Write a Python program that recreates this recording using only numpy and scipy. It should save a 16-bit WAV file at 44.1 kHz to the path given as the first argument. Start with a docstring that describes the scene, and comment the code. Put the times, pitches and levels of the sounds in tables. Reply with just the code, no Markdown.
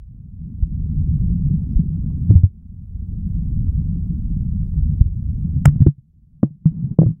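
"""The bed of a shallow stream, heard from a camera in a sealed case. Eddies press on the case and air pockets
gurgle, heavily muffled; a few tiny bubbles ping. The camera faintly whines, ticks and hisses. The case is
bumped and each blow sets it booming; there are sharp clicks on the case, a few of them only faint ticks. Loud
knocks make the gain control duck the stream, which then swells back."""
import sys
import numpy as np
from scipy import signal
from scipy.fft import rfft, irfft
from scipy.io import wavfile
from scipy.ndimage import uniform_filter1d, minimum_filter1d

SR = 44100
rng = np.random.default_rng(int(sys.argv[2]) if len(sys.argv) > 2 else 0)


def persist_wave(psi):
    """Save psi, clipped to +-1, as 16-bit WAV."""
    counts = np.round(np.clip(psi, -1, 1) * 32767).astype(np.int16)
    wavfile.write(sys.argv[1], SR, np.atleast_2d(counts).T)


N = 317520
TIME = np.arange(N) / SR


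def from_db(db):
    """Decibels to gain."""
    return 10 ** (np.asarray(db) / 20)


def unit_rms(x):
    """Scale to rms 1."""
    return x / np.sqrt(np.mean(x ** 2) + 1e-30)


def gain_at(spectrum, hz):
    """Gain of a spectrum, interpolated over log frequency."""
    at_hz, db = np.transpose(spectrum)
    return from_db(np.interp(np.log(hz + 1e-9), np.log(at_hz), db))


def coloured(x, spectrum):
    """Filter by a spectrum; rms 1."""
    return unit_rms(irfft(rfft(x) * gain_at(spectrum, np.fft.rfftfreq(N, 1 / SR)), N))


def ring(drive, hz, t60_s):
    """One damped resonance."""
    radius, angle = from_db(-60 / (t60_s * SR)), 2 * np.pi * hz / SR
    return signal.lfilter([1, 0, -1], [1, -2 * radius * np.cos(angle), radius ** 2], drive + 1e-18)


def causal_pulse(gains):
    """Minimum-phase pulse with these spectral gains."""
    cepstrum = irfft(np.log(gains + 1e-9))
    half = len(cepstrum) // 2
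    cepstrum[1:half] *= 2
    cepstrum[half + 1:] = 0
    return irfft(np.exp(rfft(cepstrum)))


def add(out, time_s, peak_db, sound):
    """Mix a sound in at a time and peak level."""
    start = round(time_s * SR)
    out[start:start + len(sound)] += (from_db(peak_db) * sound / np.abs(sound).max())[:N - start]


# current on the case: (time [s], eddies [dB], air pockets [dB])
CURRENT = [(0.0, 3, -15.5), (0.14, -1.5, 0), (0.27, -5, -4), (0.48, 1.5, 0), (0.85, 0, 0), (1.202, 3.5, 4),
           (1.598, -3, 4), (2.251, -1, 0), (2.58, -8, -8.5), (2.9, -0.5, -6), (3.5, 2, 0), (4.298, -1, 0),
           (5.152, 4, -2.5), (5.6, 0, 0.5), (6.05, -8, -8), (6.598, -8.5, -3), (7.2, -14.5, -4.5)]
# shifts of the case: (start [s], end [s], added flow [dB re current])
STIRS = [(2.3, 2.406, 15), (2.41, 2.477, 13), (5.67, 5.867, 15.5), (6.694, 6.94, 20), (7.0, 7.124, 22.5)]


def stream(fade_s=0.035):
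    """The current drives the water sounds; shifting the case stirs them up."""
    times_s, *levels_db = np.transpose(CURRENT)
    flow, air = [from_db(np.interp(TIME, times_s, db)) for db in levels_db]
    stir = np.ones(N)
    for start_s, end_s, db in STIRS:
        inside_s = np.minimum(TIME - start_s, end_s - TIME)
        stir += from_db(db) * np.clip(inside_s / fade_s + .5, 0, 1)
    return eddies(flow * stir ** .7) + gurgle(air * stir) + splash(air ** .39 * stir)


# eddies through the case: (frequency [Hz], gain [dB])
EDDY_SPECTRUM = [(10, -17), (22, -2.5), (45, 1), (85, 2), (120, -7), (200, -39.5), (400, -84)]


def eddies(drive, level_db=-22):
    """Eddies press on the case: a low rumble."""
    return from_db(level_db) * drive * coloured(rng.standard_normal(N), EDDY_SPECTRUM)


def bubbles(per_s, low_hz, high_hz, t60_cycles, spread_db, pitches=20):
    """Air pockets of random size pinch off and ring down."""
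    strengths = from_db(spread_db * np.minimum(rng.exponential(1, N), 3)) * rng.choice([-1, 1], N)
    births = strengths * (rng.random(N) < per_s / SR)
    pitch_index = rng.integers(0, pitches, N)
    return sum(ring(births * (pitch_index == k), hz, t60_cycles / hz) * hz
               for k, hz in enumerate(np.geomspace(low_hz, high_hz, pitches)))


# big air pockets through the case: (frequency [Hz], gain [dB])
GURGLE_SPECTRUM = [(60, -20.5), (110, -4), (160, 5), (200, -3.5), (256, -13), (340, -31), (400, -32),
                   (550, -46.5), (1000, -64)]


def gurgle(drive, level_db=-25):
    """Big air pockets ring low."""
    pockets = bubbles(per_s=380, low_hz=90, high_hz=450, t60_cycles=15, spread_db=3.5)
    return from_db(level_db) * drive * coloured(pockets, GURGLE_SPECTRUM)


# small air pockets through the case: (frequency [Hz], gain [dB])
SPLASH_SPECTRUM = [(200, -13), (450, 2), (720, 1), (1000, -6.5), (1250, -7.5), (1900, -19), (3000, -28.5),
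                   (6000, -39.5)]


def splash(drive, level_db=-70):
    """Many small air pockets merge into a faint splashing."""
    pockets = bubbles(per_s=1500, low_hz=470, high_hz=3400, t60_cycles=32, spread_db=1.5)
    return from_db(level_db) * drive * coloured(pockets, SPLASH_SPECTRUM)


# lens motor hunting: (start [s], end [s])
LENS_RUNS = [(2.06, 2.34), (3.35, 4.77)]


def camera_whine(lens_hz=9378, lens_db=-86, idle=0.33, hunts_per_s=3.5,
                 electronics_hz=15704, electronics_db=-87, waver=0.41):
    """Lens motor and electronics each give a wavering tone; the motor's pulses as it hunts."""
    effort = np.full(N, idle)
    for start_s, end_s in LENS_RUNS:
        running = (TIME > start_s) & (TIME < end_s)
        effort += running * np.sin(np.pi * hunts_per_s * (TIME - start_s)) ** 2
    wavering = 1 + waver * unit_rms(uniform_filter1d(rng.standard_normal(N), size=800))
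    lens = from_db(lens_db) * effort * np.sin(2 * np.pi * lens_hz * TIME)
    electronics = from_db(electronics_db) * np.sin(2 * np.pi * electronics_hz * TIME)
    return wavering * (lens + electronics)


# microphone noise: (frequency [Hz], gain [dB])
HISS_SPECTRUM = [(200, -5.5), (2500, -0.5), (3800, -3), (5500, 1.5), (12000, 3), (15200, -1), (15700, 2),
                 (16200, -3)]


def microphone_hiss(level_db=-80.5):
    """Steady self-noise of the microphone."""
    return from_db(level_db) * coloured(rng.standard_normal(N), HISS_SPECTRUM)


def ticking(per_s=6.7, tick_hz=12066, drive_db=-80, t60_s=.025, spread_db=3):
    """The camera's mechanism ticks evenly, very high and faint."""
    beats = np.diff(np.floor(TIME * per_s), prepend=0)
    strengths = from_db(drive_db + spread_db * rng.standard_normal(N))
    return ring(beats * strengths, tick_hz, t60_s)


# blows on the case: (time [s], peak [dB], boom [Hz], t60 [s])
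KNOCKS = [(0.628, 1, 55.4, 0.042), (1.509, -9, 150, 0.11), (1.761, -6.5, 38, 0.091),
          (1.793, -4.5, 160.5, .11), (2.302, 9.5, 108.4, .1), (2.308, -4.5, 291, 0.039),
          (2.356, 16.5, 86.6, 0.15), (2.437, 15, 94.1, .085), (5.012, 6.5, 65.9, 0.02),
          (5.058, -4.5, 85, 0.11), (5.563, -8, 132.5, 0.16), (5.657, 13, 143.3, 0.2),
          (5.679, 11.5, 89, 0.029), (5.76, -1, 128, .08), (5.807, 10, 94, 0.0068),
          (5.819, 18, 127.3, 0.061), (5.865, 21.5, 328, 0.037), (5.869, 28, 103, 0.028),
          (5.883, 24.5, 141, 0.076), (5.983, -4.5, 130, .07), (6.4317, 24.5, 215, 0.0253),
          (6.44, 14.5, 142.7, 0.11), (6.507, -3, 151.4, 0.13), (6.658, 20.5, 158.5, 0.12),
          (6.843, 6.5, 150.6, 0.1), (6.989, 21, 159.5, 0.11), (7.015, 16, 169.2, 0.048),
          (7.031, 12, 148.6, 0.17), (7.061, 14, 112.7, 0.11), (7.088, 9, 162.1, .13)]


def knocks(width_at_100hz_ms=1.34, lead_s=.02):
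    """A bell-shaped push sets the case booming; grip and support decide pitch and damping."""
    out = np.zeros(N)
    t_ms = 1000 * (TIME[:SR // 2] - lead_s)
    for time_s, peak_db, boom_hz, t60_s in KNOCKS:
        width_ms = width_at_100hz_ms * (100 / boom_hz) ** .65   # higher boom, shorter push
        push = np.exp(-(t_ms / width_ms) ** 2 / 2)
        add(out, time_s - lead_s, peak_db, -ring(push, boom_hz, t60_s))
    return out


# tiny bubbles near the case: (time [s], peak [dB], pitch [Hz])
PINGS = [(0.92, -58.5, 1330), (1.725, -65, 5180), (4.668, -67, 4870)]


def pings(t60_s=0.022):
    """A lone bubble rings briefly at one pitch."""
    out, t = np.zeros(N), TIME[:SR // 10]
    for time_s, peak_db, hz in PINGS:
        add(out, time_s, peak_db, np.sin(2 * np.pi * hz * t) * from_db(-60 * t / t60_s))
    return out


# click transmission of the case: (frequency [Hz], gain [dB])
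CASE_RESPONSE = [(150, -14.5), (350, -0.5), (700, 0.5), (1450, -3), (2100, -5.5), (2850, -12),
                 (3700, -25.5), (4300, -50), (5100, -16), (6000, -20.5), (7400, -13), (9400, -19),
                 (12000, -24.5), (14300, -23), (16000, -23)]
# sharp clicks on the case, a few of them only faint ticks: (time [s], peak [dB], cutoff [Hz], repeat delay
# [ms])
CLICKS = [(2.103, -48, 1110, 0.36), (2.3054, -25.5, 1377, 0.43), (2.312, -32.5, 1220, 0.2),
          (2.365, -24, 1590, 0.35), (3.786, -51, 820, 0.22), (4.742, -47, 1806, 0.37),
          (4.861, -47.5, 1000, 0.45), (5.013, -36, 1390, 0.35), (5.6546, -3, 9000, 0.64),
          (5.6568, 8, 18000, 1.345), (5.6862, -20.5, 5000, 0.63), (5.759, -31, 1290, 0.4),
          (5.822, -10, 1414, 0.39), (5.867, -6, 1400, 0.52), (5.869, 0, 1200, .38), (6.4313, 14, 674, .575),
          (6.656, -17, 1100, .12), (6.988, 10.5, 560, .33), (6.992, 2.5, 552, 0.71), (7.017, 6.5, 610, .26),
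          (7.032, 3.5, 611, 0.48), (7.063, -7, 550, 0.64)]


def clicks(rolloff_order=4.5, edge_db=-48, repeat_gain=.85, size=4096):
    """Clicks and faint ticks: a gritty double pulse through the case; dull ones keep a faint edge."""
    out, hz = np.zeros(N), np.fft.rfftfreq(size, 1 / SR)
    for time_s, peak_db, cutoff_hz, repeat_ms in CLICKS:
        lowpass = 1 / np.sqrt(1 + (hz / cutoff_hz) ** (2 * rolloff_order))
        pulse = causal_pulse(gain_at(CASE_RESPONSE, hz) * (lowpass + from_db(edge_db)))
        repeat = repeat_gain * np.exp(-2j * np.pi * hz * repeat_ms / 1000)   # hollows the click
        excitation = 1 + repeat + rfft(grit(size))
        add(out, time_s, peak_db, irfft(rfft(pulse) * excitation))
    return out


def grit(size, per_s=1500, grain_db=-33, t60_s=.12):
    """A brief sandy crunch trails each click."""
    grains = rng.standard_normal(size) * (rng.random(size) < per_s / SR)
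    return from_db(grain_db) * grains * from_db(-60 * TIME[:size] / t60_s)


# shell resonances: (frequency [Hz], gain at resonance [dB], t60 [s])
SHELL_MODES = [(317, 7, 0.073), (556, -7.5, 0.041), (1130, 3, .012), (1881, 1, .04), (3970, 0.5, .045)]


def shell_ring(drive):
    """The shell rings on after each click."""
    return sum(from_db(db) * np.log(1000) / (t60_s * SR) * ring(drive, hz, t60_s)
               for hz, db, t60_s in SHELL_MODES)


def gain_control(x, ceiling_db=0.77, look_ahead_s=.004, hold_s=0.04, recover_db_per_s=17,
                 start_duck_db=17, step_db=0.034):
    """The gain starts low, drops just ahead of peaks over the ceiling, holds, then creeps back."""
    hold, ahead = int(hold_s * SR), int(look_ahead_s * SR)
    over_db = np.maximum(20 * np.log10(np.abs(x) + 1e-9) - ceiling_db, 0)
    held_db = -minimum_filter1d(-over_db, size=hold, origin=(hold - 1) // 2)
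    early_db = np.pad(held_db[ahead:], (0, ahead), mode="edge")
    recovery_db = recover_db_per_s * TIME
    duck_db = np.maximum(np.maximum.accumulate(early_db + recovery_db), start_duck_db) - recovery_db
    smooth_db = uniform_filter1d(uniform_filter1d(duck_db, size=ahead), size=ahead)
    return from_db(-np.round(smooth_db / step_db) * step_db)   # steps crackle faintly in a quick fall


def scene():
    """Water, blows and the camera's own noises at one microphone inside the case."""
    water = stream()
    clicking = clicks()
    camera = camera_whine() + microphone_hiss() + ticking()
    return (water + camera + knocks() + pings() + clicking + shell_ring(clicking))[None]


def record(dry, noise_db=-93, limit_db=1.6, hardness=6.0, cutoff_hz=16300):
    """Gain control, noise floor, soft then hard clipping, steep low-pass."""
    ducked = dry * gain_control(dry[0]) + from_db(noise_db) * rng.standard_normal(N)
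    rounded = ducked / (1 + np.abs(ducked / from_db(limit_db)) ** hardness) ** (1 / hardness)
    lowpass = signal.ellip(10, .1, 80, cutoff_hz, fs=SR, output="sos")
    return signal.sosfilt(lowpass, np.clip(rounded, -1, 1))


dry = scene()
out = record(dry)
persist_wave(out)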